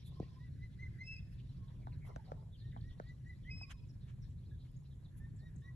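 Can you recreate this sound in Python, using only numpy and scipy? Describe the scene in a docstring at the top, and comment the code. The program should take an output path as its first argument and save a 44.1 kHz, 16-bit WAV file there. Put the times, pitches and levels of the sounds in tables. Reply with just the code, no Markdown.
"""Young bird of prey in a dry field

Rising chirps in series lead to long high notes; a far wall echoes them. Both are sums of a tone and
its overtones. Small birds are short sweeps, a far bird soft falling tones in a diffuse tail. Shaped
noise gives traffic, low scuffing, a haze, high twitter and hiss. Fingers knock (decaying bursts) and
brush (noise puffs) on the hand-held phone. Left leads right by a phase that grows with frequency."""
import sys
import numpy as np
from scipy import signal
from scipy.fft import rfft, irfft, next_fast_len
from scipy.io import wavfile
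from scipy.ndimage import uniform_filter1d, map_coordinates

SR = 44100
rng = np.random.default_rng(int(sys.argv[2]) if len(sys.argv) > 2 else 0)


def persist_wave(psi):
    """Save psi, clipped to +-1, as 16-bit WAV."""
    counts = np.round(np.clip(psi, -1, 1) * 32767).astype(np.int16)
    wavfile.write(sys.argv[1], SR, np.atleast_2d(counts).T)


N = 253575


def amp(db):
    """Decibels are logarithmic: 20 dB is a tenfold gain."""
    return 10 ** (np.asarray(db) / 20)


def unit(x):
    """Normalisation by the root mean square: x at rms 1."""
    return x / np.sqrt(np.mean(x ** 2) + 1e-20)


def along(points, hz):
    """Interpolation of (hz, value) points on a logarithmic frequency axis."""
    f, v = np.transpose(points)
    return np.interp(np.log(hz + 1), np.log(f + 1), v)


def wobble(rate, size=N):
    """Band-limited random modulation: a spline through random knots, rate knots a second."""
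    knots = rng.standard_normal(int(size * rate / SR) + 4)
    return map_coordinates(knots, [np.arange(size) * rate / SR])


def curves(rows):
    """Linear interpolation in time: one value per sample for each column after the time."""
    s, *cols = np.transpose(rows)
    return [np.interp(np.arange(N) / SR, s, c) for c in cols]


def filtered(x, response):
    """Linear filtering: the spectrum of x times a response of frequency."""
    m = next_fast_len(N + SR // 2)
    return irfft(rfft(x, m) * response(np.fft.rfftfreq(m, 1 / SR)), m)[..., :N]


def add(out, s, x):
    """Superposition: mixes x into out from second s."""
    part = out[..., max(round(s * SR), 0):][..., :x.shape[-1]]
    part += x[..., :part.shape[-1]]


def rush(spectrum, patchy_db):
    """Partly coherent stereo noise: mid (rms 1) plus and minus side, patchy in time and frequency."""
    # likeness of left and right: hz, correlation
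    likeness = [(30, .98), (70, .97), (140, .92), (250, .65), (500, .4), (1000, .05), (1900, .45),
                (4000, .6), (5200, .4), (9000, .65), (12000, .75)]
    z = signal.stft(rng.standard_normal((2, N)), nperseg=512)[2]
    patches = uniform_filter1d(rng.standard_normal(z.shape[1:]), 6, 0)
    patches = uniform_filter1d(patches, 6, 1)
    pair = signal.istft(z * amp(patchy_db * unit(patches)), nperseg=512)[1][:, :N]

    def response(hz):
        angle = np.arccos(np.clip(along(likeness, hz), -1, 1)) / 2
        return amp(along(spectrum, hz)) * [np.cos(angle), np.sin(angle)]

    mid, side = filtered(pair, response)
    return np.array([mid + side, mid - side]) / np.sqrt(np.mean(mid ** 2))


def scatter(x, t60, delay):
    """Diffuse reflection: a tail losing 60 dB in t60 s after a delay in s, with fluttering level."""
    t = np.arange(SR // 2) / SR
    tail = rng.standard_normal((2, len(t))) * amp(-60 * t / t60)
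    tail /= np.linalg.norm(tail[0])
    late = np.pad(x, (round(delay * SR), 0))[None]
    flutter = .7 + .7 * np.array([wobble(70), wobble(70)])  # moving air
    return flutter * signal.fftconvolve(late, tail, axes=1)[:, :N]


def note(rows, waver_hz):
    """Frequency integrates to phase: phase of a sung note, and a soft-edged gain per dB column."""
    s, hz, *levels = np.transpose(rows)
    t = np.arange(s[0], s[-1], 1 / SR)
    unsteady_hz = np.interp(t, s, hz) + waver_hz * wobble(58.3, size=len(t))
    phase = 2 * np.pi * np.cumsum(unsteady_hz) / SR
    # 6 ms edges; the root of two makes the levels rms levels of a sine
    edge = np.sqrt(2) * np.clip(np.minimum(t - s[0], s[-1] - t) / .006, 0, 1)
    return phase, [edge * amp(np.interp(t, s, db)) for db in levels]


def burst(t, hz, cycles):
    """Dispersion: a bending wave's treble comes first, so the pitch of the swell sags towards hz."""
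    u = t * hz / cycles  # 1 at the peak of the swell
    sagging_hz = hz * (1 + 0.92 * np.exp(-1.5 * u))
    return u ** 2 * np.exp(2 - 2 * u) * np.sin(2 * np.pi * np.cumsum(sagging_hz) / SR)


def field():
    """Shaped noise: traffic, a low scuffing murmur, a middle haze, high twitter and steady hiss."""
    # levels of the bands; the haze near 1.7 kHz is probably the diffuse echo of the calls:
    # time_s, murmur_db (low, scuffing), haze_db (middle), twitter_db (high)
    band_levels = [(0.0, -81, -101, -69.5), (0.09, -86, -94, -80), (0.25, -79, -87, -73.5),
                   (0.5, -86, -84.5, -85), (0.8, -84.5, -81.5, -82), (1.2, -84.5, -81.5, -86.5),
                   (1.5, -83, -90.5, -80.5), (1.76, -78, -88.5, -84), (2.03, -84.5, -79.5, -89),
                   (2.09, -66.5, -97, -85), (2.22, -85, -77, -86.5), (2.29, -66, -86, -81),
                   (2.43, -75.5, -94, -86.5), (2.55, -87, -85.5, -88.5), (3.0, -80, -86, -80.5),
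                   (3.2, -84.5, -90.5, -86.5), (3.7, -85, -97, -83.5), (4.11, -83.5, -84.5, -88),
                   (4.6, -86, -105, -87), (5.25, -83, -84, -90.5), (5.75, -82.5, -92, -91)]
    # spectrum of the traffic: hz, density_db (relative, per Hz)
    rumble_shape = [(12, -41.5), (20, -19), (32, -5), (91, -1.5), (128, 1), (145, -2.5), (219, -19),
                    (251, -18.5), (291, -26.5), (358, -27.5), (441, -36.5), (560, -40.5), (700, -59),
                    (910, -116), (1540, -120)]
    # spectrum of the low scuffing murmur: hz, density_db
    murmur_shape = [(240, -34), (400, -1), (901, -8), (980, -5.5), (1400, -17), (1820, -60), (3080, -120)]
    # spectrum of the middle haze: hz, density_db
    haze_shape = [(900, -50), (1300, -8.5), (1700, 3.5), (2200, -4), (2700, -13.5), (3500, -27)]
    # spectrum of the high twitter: hz, density_db
    twitter_shape = [(1410, -20), (2400, -3), (2550, -4), (3800, 0), (4860, -4), (5430, -4.5), (6000, -9.5),
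                     (7800, -69), (13200, -120)]
    # spectrum of the hiss: hz, density_db
    hiss_shape = [(300, -44), (500, -0.5), (860, -10.5), (1500, -5.5), (1900, -5.5), (2500, -11.5),
                  (3800, -10.5), (5200, -17), (6200, -12.5), (7100, -9.5), (8200, -10.5), (9100, -15),
                  (10200, -8.5), (11200, -9), (12200, -27), (13000, -11.5)]
    murmur_db, haze_db, twitter_db = curves(band_levels)
    rumble_db = -49.5 + 0.27 * wobble(3.4) + 1.74 * wobble(10)
    rumble = amp(rumble_db) * rush(rumble_shape, patchy_db=1.0)
    murmur = amp(murmur_db + 2.5 * wobble(60)) * rush(murmur_shape, patchy_db=3)
    haze = amp(haze_db + 3 * wobble(25)) * rush(haze_shape, patchy_db=3)
    twitter = amp(twitter_db + 2 * wobble(40)) * rush(twitter_shape, patchy_db=3.5)
    hiss = amp(-82.5) * rush(hiss_shape, patchy_db=1)
    return rumble + murmur + haze + twitter + hiss


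def small_birds():
    """Frequency sweeps under half-sine envelopes: chips mostly fall, peeps fall, faint chips rise."""
    # chips: start_s, level_db (peak), start_hz, end_hz, length_s
    chips = [(0.041, -66.5, 3700, 3520, 0.056), (1.379, -70.5, 3530, 2650, 0.037),
             (1.486, -72, 3920, 3640, 0.02), (1.677, -70.5, 3750, 3660, 0.018),
             (1.813, -73.5, 2180, 2260, 0.046), (1.917, -68.5, 2670, 1920, 0.02),
             (1.921, -72, 4740, 3690, 0.034), (2.004, -68.5, 2250, 1970, 0.069),
             (2.099, -70, 2210, 1960, 0.029), (2.243, -73.5, 4700, 4120, 0.032),
             (2.517, -68.5, 3900, 2880, 0.058), (2.575, -69, 4600, 3380, 0.056),
             (2.647, -75, 4250, 3340, 0.062), (2.711, -69, 4070, 3000, 0.015),
             (2.72, -65.5, 2000, 1630, 0.02), (2.769, -70, 3920, 3110, 0.017),
             (2.806, -67, 5110, 3080, 0.014), (2.893, -70, 3490, 3380, 0.036),
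             (3.069, -70.5, 4510, 3900, 0.0314), (3.423, -72.5, 3590, 3000, 0.053),
             (3.884, -71, 5850, 4910, 0.035), (4.217, -70.5, 5650, 5200, 0.024),
             (4.228, -75.5, 4580, 3320, 0.044), (4.51, -69, 1780, 1680, 0.019),
             (4.583, -73.5, 4260, 3540, 0.065), (2.073, -78, 5530, 5370, 0.041),
             (4.487, -78, 3920, 3510, 0.052), (4.897, -76.5, 4330, 3050, 0.055),
             (5.042, -71, 4210, 3610, 0.035), (5.38, -76, 5300, 3870, 0.051)]
    # a bird with one high short note: start_s, level_db (peak)
    peep_times = [(3.084, -77), (3.274, -78.5), (3.868, -81), (4.297, -78), (4.762, -73), (4.95, -80),
                  (5.358, -72), (5.556, -69)]
    peeps = [(s, db, 7500, 6900, .016) for s, db in peep_times]
    faint = []  # 30 farther chips at random moments
    for when, loud, high in rng.random((30, 3)):
        start_hz = 4100 * (0.71 + 0.29 * high)
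        end_hz = 4100 * (.8 + .4 * high) * 0.97
        faint.append((when * N / SR, -82.5 + 6 * loud, start_hz, end_hz, 0.033))
    out = np.zeros(N)
    for s, db, start_hz, end_hz, length in chips + peeps + faint:
        u = np.linspace(0, 1, max(int(length * SR), 50))
        waver = 1 + .06 * wobble(500, size=len(u))
        hz = (start_hz + (end_hz - start_hz) * u) * waver
        add(out, s, amp(db) * np.sin(np.pi * u) * np.sin(2 * np.pi * np.cumsum(hz) / SR))
    return out


def far_bird():
    """Frequency glides: a far bird's soft falling tones, and short tones within the scuffing."""
    # tones: start_s, length_s, level_db, start_hz, end_hz
    # the three from 2.18 to 2.36 s, near 800 Hz, belong to the scuffing and not to the bird
    glides = [(.12, 0.22, -78, 1092, 980), (.35, 0.076, -77, 1020, 967), (1.58, 0.28, -87, 1080, 961),
              (1.87, 0.078, -82, 1030, 952), (2.18, 0.046, -73.5, 890, 810),
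              (2.273, 0.059, -68.5, 783, 738), (2.36, 0.093, -79.5, 977, 770),
              (3.5, 0.13, -85.5, 1210, 1180), (3.62, 0.25, -81, 1109, 925), (5.62, 0.18, -84, 1125, 940)]
    peak = 0.3  # share of the length where a tone is loudest
    out = np.zeros(N)
    for s, length, db, start_hz, end_hz in glides:
        peak_hz = start_hz + peak * (end_hz - start_hz)
        rows = [(s, start_hz, db - 3), (s + peak * length, peak_hz, db), (s + length, end_hz, db - 11.5)]
        phase, (gain,) = note(rows, waver_hz=32)
        add(out, s, gain * np.sin(phase))
    return out


def brushes():
    """Friction noise: slightly grainy brushing puffs, and one very short high tick at 4.72 s."""
    # puffs, and the tick at 4.716 s: centre_s, mid_db, treble_db, length_s
    strokes = [(0.074, -89, -70, 0.053), (1.332, -87, -85, 0.072), (2.072, -74, -75, 0.061),
               (3.714, -56, -71, 0.037), (4.096, -72.5, -98, 0.062), (4.661, -78.5, -90, 0.05),
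               (4.716, -95, -76, 0.0051), (5.182, -81, -71.5, 0.045)]
    # spectrum of the mid part: hz, density_db (relative, per Hz)
    mid_shape = [(300, -47), (600, -9.5), (1400, 1), (2300, -0.5), (3300, 0), (4600, -12.5), (7200, -11),
                 (9000, -16.5), (11500, -78), (13000, -48)]
    # spectrum of the treble part: hz, density_db
    treble_shape = [(5000, -35), (7000, -8.5), (8800, -10), (10500, 3.5), (11800, -3), (12800, -19)]
    t = np.arange(N) / SR
    mid, treble = np.zeros(N), np.zeros(N)
    for s, mid_db, treble_db, length in strokes:
        bell = np.exp(-2 * ((t - s) / (length / 2)) ** 2)
        mid += amp(mid_db) * bell
        treble += amp(treble_db) * bell
    grain = amp(0.33 * wobble(600))
    return grain * (mid * rush(mid_shape, patchy_db=1) + treble * rush(treble_shape, patchy_db=1))


def knocks():
    """Impact excites the case: a tick, a short ring, a low thump just after, then a deep push."""
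    # finger knocks, and two soft rustling touches at 2.07-2.1 s: time_s, thump_db, thump_hz,
    # ring_db, ring_hz, tick_db, push_db, lag_ms (thump and ring, right after left)
    touches = [(.201, -33, 294, -47.5, 644, -53, -28, 0.17), (.228, -44, 355, -79, 680, -74, -48, 0.19),
               (1.871, -41, 728, -60, 1400, -61.5, -41.5, 0.44),
               (2.074, -59, 510, -60, 900, -74, -62, 0.97), (2.097, -63, 600, -54, 830, -75, -51, 0.41),
               (2.162, -37.5, 570, -50.5, 1360, -49, -39.5, 0.59),
               (2.319, -33, 510, -49.5, 1194, -53, -46, 0.47),
               (2.764, -42.5, 720, -60.5, 1530, -80, -47, 0.44), (3.0, -35, 476, -45, 1250, -53, -45, 0.4),
               (3.613, -45, 737, -79, 1520, -84, -58, 0.45)]
    thump_swell_s, thump_late_s, push_late_s = 0.0014, 0.00117, 0.0023
    tick_band = signal.butter(2, [.08, .28], "band")  # shares of half the sample rate
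    out, t = np.zeros((2, N)), np.arange(SR // 15) / SR
    for s, thump_db, thump_hz, ring_db, ring_hz, tick_db, push_db, lag_ms in touches:
        thump = burst(t, thump_hz, cycles=thump_swell_s * thump_hz)
        thump = np.pad(thump, (round(thump_late_s * SR), 0))[:len(t)]
        blow = amp(thump_db) * thump + amp(ring_db) * burst(t, ring_hz, cycles=2.03)
        noise = signal.lfilter(*tick_band, rng.standard_normal((2, len(t))))
        add(out, s - .001, amp(tick_db - 60 * t / 0.0086) * noise)  # 60 dB lost in 8.6 ms
        add(out, s + push_late_s, -amp(push_db) * burst(t, 121, cycles=0.3))
        add(out[0], s - .0015, blow)
        add(out[1], s - .0015 + lag_ms / 1000, blow)
    return out + amp(-11) * scatter(out[0], t60=.09, delay=.003)  # the hand scatters it


def eagle():
    """Harmonic synthesis: chirps with unsteady overtones; long notes with locked partials."""
    # rising chirps: peak_s, level_db, pitch_hz, rise_s, fall_s, climb_hz (before the peak),
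    # bend_hz (after it), swell_db, flutter (0-1), overtones_db
    chirps = [(0.232, -68.5, 1890, .02, 0.018, 18, -30, 36, 0.65, 1),
              (.447, -68, 1966, 0.059, 0.05, 136, -100, 3.5, 0.5, 3),
              (.635, -58.5, 2026, 0.053, 0.04, 98, -48, 31, 0.3, -0.5),
              (.834, -51, 2072, 0.049, 0.048, 105, -36, 12.5, 0.5, 0.5),
              (1.017, -47.5, 2075, .035, 0.031, 200, 105, 20, 0.18, 0),
              (2.656, -72, 1863, 0.058, 0.048, 190, -32, 10, 0.36, 9),
              (2.885, -69.5, 1925, 0.063, 0.077, 170, -24, 6, 0.54, 0),
              (3.104, -60, 1970, 0.076, 0.029, 170, -26, 20, 0.4, 1.5),
              (3.305, -56, 2001, .06, 0.037, 190, -55, 12, 0.77, -3),
              (3.497, -51, 2085, 0.051, 0.012, 280, 120, 21, 0, -5),
              (5.25, -66, 1837, .05, 0.033, 87, -30, 6.5, 0.23, -1.5),
              (5.467, -65.5, 1906, 0.089, 0.033, 193, -62, 18, 0.4, 7.5),
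              (5.687, -59, 1970, .07, 0.032, 200, -60, 15, 0.36, 1)]
    # breakpoints of each long note, the octave with its own level: time_s, pitch_hz, level_db, octave_db
    long_notes = [
        [(1.03, 2575, -76, -72), (1.055, 2620, -72, -68), (1.078, 2622, -53.5, -56.5), (1.095, 2650, -50, -69),
         (1.115, 2635, -50, -63), (1.14, 2633, -55.5, -59), (1.155, 2620, -63, -72), (1.168, 2490, -57.5, -58),
         (1.182, 2520, -72, -86)],
        [(3.497, 2520, -70, -80), (3.515, 2530, -49, -58), (3.535, 2537, -58, -64), (3.555, 2553, -58.5, -62),
         (3.59, 2576, -75, -59.5), (3.607, 2571, -58.5, -66), (3.62, 2540, -62, -53.5),
         (3.635, 2540, -48.5, -59), (3.645, 2465, -60.5, -62), (3.66, 2380, -64, -84)],
    ]
    # overtones of a chirp: multiple, level_db
    chirp_tones = [(2, -38.5), (3, -45.5)]
    # long-note partials above the octave: multiple, level_db (relative to the octave)
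    long_tones = [(3, -24.5), (4, -27)]
    # line halfway between second and third partial, one per long note: level_db (same reference)
    halfway = [-24, -43]
    arch = 1.5  # power of the pitch curve: the climb flattens towards the peak
    flutter_s, fade_db = .033, 16.5  # from one swell of the level to the next; loss over the fall
    out = np.zeros(N)
    for s, peak_db, peak_hz, rise, fall, climb_hz, bend_hz, swell_db, flutter, bright_db in chirps:
        t = np.arange(-rise, fall, .001)
        climb = -climb_hz * np.abs(t / rise) ** arch
        bend = bend_hz * np.abs(t / fall) ** arch
        hz = peak_hz + np.where(t < 0, climb, bend)
        beat = np.abs(1 + flutter * np.exp(2j * np.pi * t / flutter_s)) / (1 + flutter)
        swell = np.where(t < 0, swell_db * t / rise, -fade_db * (t / fall) ** 2)
        level_db = peak_db + swell + 20 * np.log10(beat)
        phase, (gain,) = note(np.transpose([s + t, hz, level_db]), waver_hz=12)
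        size = len(phase)
        upper = np.zeros(size)
        for k, db in chirp_tones:
            unsteady_gain = amp(db + 5 * wobble(60, size=size))
            upper += unsteady_gain * np.sin(k * phase + .7 * wobble(250, size=size))
        # the power 0.7 makes the overtones grow less than the note
        add(out, s - rise, gain * np.sin(phase) + amp(bright_db) * gain ** 0.7 * upper)
    for rows, half_db in zip(long_notes, halfway):
        phase, (gain, octave) = note(rows, waver_hz=4)
        upper = np.sin(2 * phase) + amp(half_db) * np.sin(5 * phase / 2)
        upper += sum(amp(db) * np.sin(k * phase) for k, db in long_tones)
        add(out, rows[0][0], gain * np.sin(phase) + octave * upper)
    return out


def scene():
    """Superposition of direct and reflected sound: tails for the tones, a late echo for the eagle."""
    call, far, small = eagle(), far_bird(), small_birds()
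    tones = call + amp(-12) * scatter(call, t60=.45, delay=.01)
    tones += amp(-21.5) * scatter(call, t60=0.38, delay=0.15)  # far wall
    tones += far + amp(5.5) * scatter(far, t60=0.084, delay=0.00513)
    tones += small + amp(-2) * scatter(small, t60=.2, delay=.005)
    return tones + knocks() + brushes() + field()


def record(dry):
    """Phase difference between left and right, growing with frequency, for all sounds alike."""
    # phase by which left leads right: hz, lead_turns
    phase_lead = [(1200, 0), (2000, 0.107), (2600, 0.153), (4200, 0.17), (5200, 0.69), (5800, 1.13),
                  (7200, 1.197), (9100, 1.443), (11200, 1.81), (12200, 2.01)]
    top_hz = 12950  # nothing is kept above

    def response(hz):
        lead = np.interp(hz, *np.transpose(phase_lead))
        # each side takes half of the turn
        return np.exp(1j * np.pi * np.outer([1, -1], lead)) * (hz < top_hz)

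    return filtered(dry, response)


dry = scene()
out = record(dry)
persist_wave(out)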